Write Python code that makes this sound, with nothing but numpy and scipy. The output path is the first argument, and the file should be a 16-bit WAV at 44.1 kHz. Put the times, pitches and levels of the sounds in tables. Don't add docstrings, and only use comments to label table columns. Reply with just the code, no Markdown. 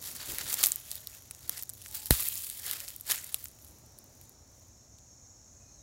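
import sys
import numpy as np
from scipy import signal
from scipy.fft import rfft, irfft
from scipy.io import wavfile

SR = 44100
rng = np.random.default_rng(int(sys.argv[2]) if len(sys.argv) > 2 else 0)


def persist_wave(psi):
    counts = np.round(np.clip(psi, -1, 1) * 32767).astype(np.int16)
    wavfile.write(sys.argv[1], SR, np.atleast_2d(counts).T)


N = 256662


def amp(db):
    return 10 ** (np.asarray(db) / 20)


def unit_rms(x):
    return x / np.sqrt(np.mean(x ** 2) + 1e-20)


def curve(rows):
    return np.interp(np.arange(N) / SR, *np.transpose(rows))


def colour(x, points):
    point_hz, db = np.transpose(points)
    hz = np.fft.rfftfreq(len(x), 1 / SR)
    return irfft(rfft(x) * amp(np.interp(np.log(hz + 1), np.log(point_hz + 1), db)), len(x))


def band(x, lo_hz, hi_hz, order=2):
    return signal.lfilter(*signal.butter(order, [lo_hz, hi_hz], "band", fs=SR), x)


def resonate(x, hz, width_hz):
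    return signal.lfilter(*signal.iirpeak(hz, hz / width_hz, fs=SR), x)


def drift(per_s):
    knots = rng.standard_normal(2048)
    return unit_rms(np.interp(np.arange(N) * per_s / SR, np.arange(len(knots)), knots))


def add(mix, start_s, sound):
    part = mix[round(start_s * SR):][:len(sound)]
    part += sound[:len(part)]


def air(wash_db=-60.5, rumble_hz=190, hiss_db=-72, hiss_follow=.7):
    # frequency in Hz, relative spectral density in dB.
    wash_spectrum = [(15, -42.5), (25, -11), (70, 1), (118, -3.5), (167, -15.5), (258, -17.5), (445, -25),
                     (592, -22.5), (1240, -32), (1360, -33), (2440, -38), (3240, -43.5), (4120, -35.5),
                     (4600, -43), (5980, -74.5), (10100, -120)]
    hiss_spectrum = [(3000, -14.5), (4500, -3), (6000, 5.5), (8500, -3.5), (10000, -5.5), (12000, -6),
                     (16000, -9)]
    # time in seconds, gain of the middle range in dB.
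    swell_points = [(0, 12.5), (1.0, 4.5), (1.3, 6.5), (2.9, 5.2), (3.5, 5.5), (3.65, 8.7), (4.15, 8),
                    (4.6, 5.4), (5.2, 4.9), (5.8, 5.8)]
    swell_db = curve(swell_points)
    wash = amp(wash_db) * unit_rms(colour(rng.standard_normal(N), wash_spectrum))
    rumble = signal.sosfiltfilt(signal.butter(2, rumble_hz, fs=SR, output="sos"), wash)
    hiss = unit_rms(colour(rng.standard_normal(N), hiss_spectrum))
    return rumble + amp(swell_db) * (wash - rumble) + amp(hiss_db + hiss_follow * swell_db) * hiss


def far_calls(blur_hz=70):
    # start and length in seconds, first and last frequency in Hz, level in dB.
    calls = [(0.804, 0.37, 610, 633, -73.5), (1.86, 0.28, 853, 862, -67.5), (2.781, 0.13, 566, 564, -69),
             (5.55, .22, 2520, 2490, -81), (5.65, 0.16, 4180, 4210, -78), (5.75, .1, 4020, 3750, -79)]
    out = np.zeros(N)
    for start_s, length_s, first_hz, last_hz, db in calls:
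        size = int(length_s * SR)
        tone = np.exp(2j * np.pi * np.cumsum(np.linspace(first_hz, last_hz, size)) / SR)
        scatter = drift(blur_hz)[:size] + 1j * drift(blur_hz)[:size]
        add(out, start_s, amp(db) * unit_rms((tone * scatter).real * signal.windows.tukey(size, .5)))
    return out


def chirr(hz, width_hz, waver_db=1.5, buzz_depth=.22, buzz_hz=124):
    song = unit_rms(resonate(resonate(rng.standard_normal(N), hz, width_hz), hz, width_hz))
    wing_cycles = np.cumsum(buzz_hz * (1 + .083 * drift(3.9))) / SR
    return song * amp(waver_db * drift(18)) * (1 + buzz_depth * np.sin(2 * np.pi * wing_cycles))


def insects():
    # centre frequency and width in Hz, relative level in dB.
    bands = [(5590, 340, -4.5), (6140, 560, -2.5), (6845, 420, -1.5), (7320, 990, -11.5),
             (7610, 260, -16.5)]
    # time in seconds, level in dB.
    chorus_levels = [(0, -56), (1.25, -61), (3.0, -65.5), (3.8, -63.5), (4.4, -63), (4.9, -61.5),
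                     (5.4, -59.5), (5.8, -60)]
    singer_levels = [(0, -97), (2.0, -77), (4.3, -88), (4.8, -69), (5.5, -65.5), (5.8, -64)]
    chorus = unit_rms(sum(amp(db) * chirr(hz, width_hz) for hz, width_hz, db in bands))
    singer = chirr(hz=6466, width_hz=100)
    return amp(curve(chorus_levels)) * chorus + amp(curve(singer_levels)) * singer


def brushes():
    # start and length in seconds, level in dB.
    contacts = [(0.265, 0.099, -48), (0.334, 0.21, -55), (0.582, 0.18, -57.5), (1.479, 0.046, -55.5)]
    # frequency in Hz, relative spectral density in dB.
    case_spectrum = [(25, -3), (70, 1), (130, -0.5), (180, -9.5), (300, -6), (450, -9.5), (900, -18),
                     (3000, -72)]
    envelope = np.zeros(N)
    for start_s, length_s, db in contacts:
        add(envelope, start_s, amp(db) * signal.windows.tukey(int(length_s * SR), .7))
    return envelope * unit_rms(colour(rng.standard_normal(N), case_spectrum))


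def knock(at_s=2.1094, thud_db=-17.5, push_s=.0014, push_db=-11, rattle_db=-22, rattle_t60=.035):
    # frequency in Hz, relative level in dB, time to decay by 60 dB in seconds.
    modes = [(61.1, 4.5, 0.084), (122, -3.5, 0.078), (253, -10.5, 0.035), (521, -18, 0.013),
             (3970, 1, 0.011)]
    out, t = np.zeros(N), np.arange(SR // 4) / SR
    thud = sum(amp(db - 60 * t / t60) * np.sin(2 * np.pi * hz * t) for hz, db, t60 in modes)
    push = -np.sin(np.pi * np.minimum(t / push_s, 1)) ** 2
    rattle = unit_rms(band(rng.standard_normal(len(t)), 2000, 16000, order=1))
    add(out, at_s - .0016, amp(push_db) * push + amp(rattle_db - 60 * t / rattle_t60) * rattle)
    add(out, at_s, amp(thud_db) * thud)
    return out


def crackles(rubbing_db, per_s=11, offset_db=-10, follow=.74, spread_db=2.5):
    count = int(per_s * N / SR)
    when, size, lowest, ring = rng.random((count, 4)).T
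    at = ((np.arange(count) + when) / count * N).astype(int)
    db = offset_db + follow * rubbing_db[at] + spread_db * (2 * size - 1)
    lowest_hz = np.interp(lowest, [0, 1], [3000, 8000])
    ring_hz = np.interp(ring, [0, 1], [8580, 14000])
    return list(zip(at / SR, db, lowest_hz, ring_hz))


def snaps(small_snaps, crack_s=.00034, tail_s=.0026, tail_db=-19, mode_gain=.26, leak_db=-24):
    # time in seconds, level over 4 ms in dB, lowest mode and strongest ring in Hz.
    loud_snaps = [(0.3851, -28.5, 1900, 9700), (0.5288, -29, 5800, 13200), (0.542, -24, 6000, 12800),
                  (0.6301, -23, 11300, 12200), (0.6375, -19, 1800, 7400), (0.6397, -19.5, 3300, 6900),
                  (0.6495, -27, 3800, 7300), (0.6605, -19.5, 3700, 7400), (0.6689, -22, 8300, 14200),
                  (0.7196, -22.5, 4300, 5800), (0.7593, -29, 8000, 14200), (0.9154, -31, 4500, 11000),
                  (0.9554, -35, 5000, 14100), (1.0724, -34, 4500, 13100), (1.3108, -36, 2800, 9000),
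                  (1.3491, -46, 3000, 8400), (1.4949, -24, 4800, 13400), (1.6254, -34, 6800, 14000),
                  (1.6338, -36, 5500, 10700), (1.6937, -35, 5300, 9500), (1.6984, -37, 4800, 9100),
                  (1.7365, -44, 4000, 10500), (1.8615, -42, 1700, 3000), (2.0587, -33, 4500, 11500),
                  (2.108, -14.5, 2200, 10700), (2.2866, -24.5, 7000, 10200), (2.5002, -34, 3300, 10100),
                  (2.7123, -27, 4300, 12000), (2.8037, -36, 2800, 8600), (2.8807, -40, 2300, 4100),
                  (2.8854, -37, 4300, 10800), (2.9632, -38, 7800, 12800), (3.0108, -38, 8500, 12200),
                  (3.1113, -26, 4300, 8300), (3.1201, -26, 4000, 10700), (3.2432, -38, 7000, 11600),
                  (3.3443, -23.5, 3800, 12200), (3.4424, -36, 10000, 13600), (3.4566, -40, 1700, 6700),
                  (3.9879, -45, 4500, 14200), (4.0423, -53, 6800, 14500), (4.2136, -50, 4000, 12800),
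                  (4.2949, -50, 5800, 12700), (4.9864, -56, 4000, 8100)]
    out, t = np.zeros(N), np.arange(1024) / SR
    envelope = np.exp(-t / crack_s) + amp(tail_db) * np.exp(-t / tail_s)
    energy_scale = np.sqrt(.004 * SR / len(t))
    for at_s, db, lowest_hz, ring_hz in loud_snaps + small_snaps:
        crack = rng.choice([-1, 1], len(t)) * envelope
        snap = unit_rms(resonate(crack, ring_hz, width_hz=4800)) + unit_rms(crack)
        snap = unit_rms(band(snap, .72 * lowest_hz, 15800, order=3))
        snap += mode_gain * unit_rms(resonate(crack, lowest_hz, lowest_hz / 2))
        snap += amp(leak_db) * unit_rms(band(crack, 770, 4600, order=1))
        add(out, max(at_s - .0002, 0), amp(db) * energy_scale * unit_rms(snap))
    return out


def ticks(per_s, spread_db):
    when, size, sign = rng.random((32768, 3))[:int(per_s * N / SR)].T
    size_db = -spread_db * np.log(np.maximum(size, .02))
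    out = np.zeros(N)
    out[(when * N).astype(int)] = np.sign(sign - .5) * amp(size_db)
    return unit_rms(out)


def stroke_levels(rounding_db=5):
    # peak time, time to swell 20 dB and time to fade 20 dB in seconds, treble level in dB,
    # body relative to the treble in dB (higher when pressed harder).
    strokes = [(0.065, .077, .13, -37.5, -14), (0.157, .016, .13, -40.5, -11), (0.206, .015, .11, -40, -6),
               (0.302, .05, .17, -35.5, -11), (0.385, .016, .27, -41, -4), (0.533, .10, .035, -31, -12),
               (0.583, .033, .18, -30.6, -12), (0.643, .018, .065, -26, -17), (0.793, .024, 1.0, -54, -11),
               (0.959, .21, .06, -42, -16), (1.145, .25, 0.05, -51.3, -8), (1.58, .15, .06, -40.2, -10.5),
               (1.87, .24, .5, -48.5, -17), (1.959, .043, .06, -34.5, -15), (2.083, .12, .02, -38.8, -24),
               (2.11, .005, .21, -26.3, -17), (2.21, .05, .58, -32.5, -23), (2.679, .065, .19, -33, -11),
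               (2.916, .085, .045, -44.6, -17), (3.108, .035, .075, -25.2, -12),
               (3.273, .22, .27, -46.6, -12), (3.456, .42, .04, -49.2, -19), (3.63, .045, .30, -56.5, -22),
               (4.237, .45, .15, -64.5, -20), (4.62, .22, .15, -67.5, -11)]
    t = np.arange(0, N / SR, .001)
    peak_s, swell_s, fade_s, peak_db, relative_body_db = np.transpose(strokes)[:, :, None]
    drop_db = 20 * np.maximum((peak_s - t) / swell_s, (t - peak_s) / fade_s)
    treble_db = peak_db + rounding_db - np.hypot(drop_db, rounding_db)
    powers = [(amp(db) ** 2).sum(0) for db in (treble_db, treble_db + relative_body_db)]
    return [curve(np.c_[t, 10 * np.log10(power + 1e-12)]) for power in powers]


def rubbing(treble_db, body_db, ring_gain=.71, patch_q=10, shift_db=3.5, clump_db=2, tick_follow=.79):
    # frequency in Hz, relative spectral density in dB.
    fizz_spectrum = [(1000, -41.5), (2500, -10), (3300, -4), (3950, -3), (4600, -1.5), (6200, -7),
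                     (7200, 3), (8500, 1), (10500, 4.5), (12000, 5), (15500, 4.5), (17000, 12)]
    scrape_spectrum = [(80, -15), (250, -9.5), (550, -6.5), (1100, -4.5), (1500, -3.5), (1950, -2),
                       (2400, -5.5), (3200, -5.5), (4000, -3.5), (7000, -6.5), (16000, -45)]
    fine = unit_rms(ticks(per_s=2600, spread_db=3.9) + .6 * rng.standard_normal(N))
    patches = np.zeros(N)
    for hz in np.geomspace(1200, 14500, num=14):
        patch = unit_rms(resonate(ticks(per_s=190, spread_db=3.4), hz, hz / patch_q))
        patches += patch * np.sqrt(hz) * amp(shift_db * drift(16))
    grain = unit_rms((fine + ring_gain * unit_rms(patches)) * amp(clump_db * drift(150)))
    fizz = amp(treble_db) * unit_rms(colour(grain, fizz_spectrum))
    scrape = amp(body_db + .5) * unit_rms(colour(grain, scrape_spectrum))
    sparse_ticks = unit_rms(band(ticks(per_s=130, spread_db=3.2), 7500, 15500))
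    return fizz + scrape + amp(tick_follow * treble_db - 19) * sparse_ticks


def scene():
    treble_db, body_db = stroke_levels()
    close = rubbing(treble_db, body_db) + snaps(crackles(treble_db)) + brushes() + knock()
    return (close + insects() + air() + far_calls())[None]


def record(dry, low_cut_hz=38, ceiling=.9, band_limit_hz=15880):
    heard = signal.lfilter(*signal.butter(2, low_cut_hz, "high", fs=SR), dry)
    heard = np.clip(heard, -ceiling, ceiling)
    low_pass = signal.firwin(501, band_limit_hz, window=("kaiser", 8), fs=SR)
    return signal.oaconvolve(heard, low_pass[None], "same")


dry = scene()
out = record(dry)
persist_wave(out)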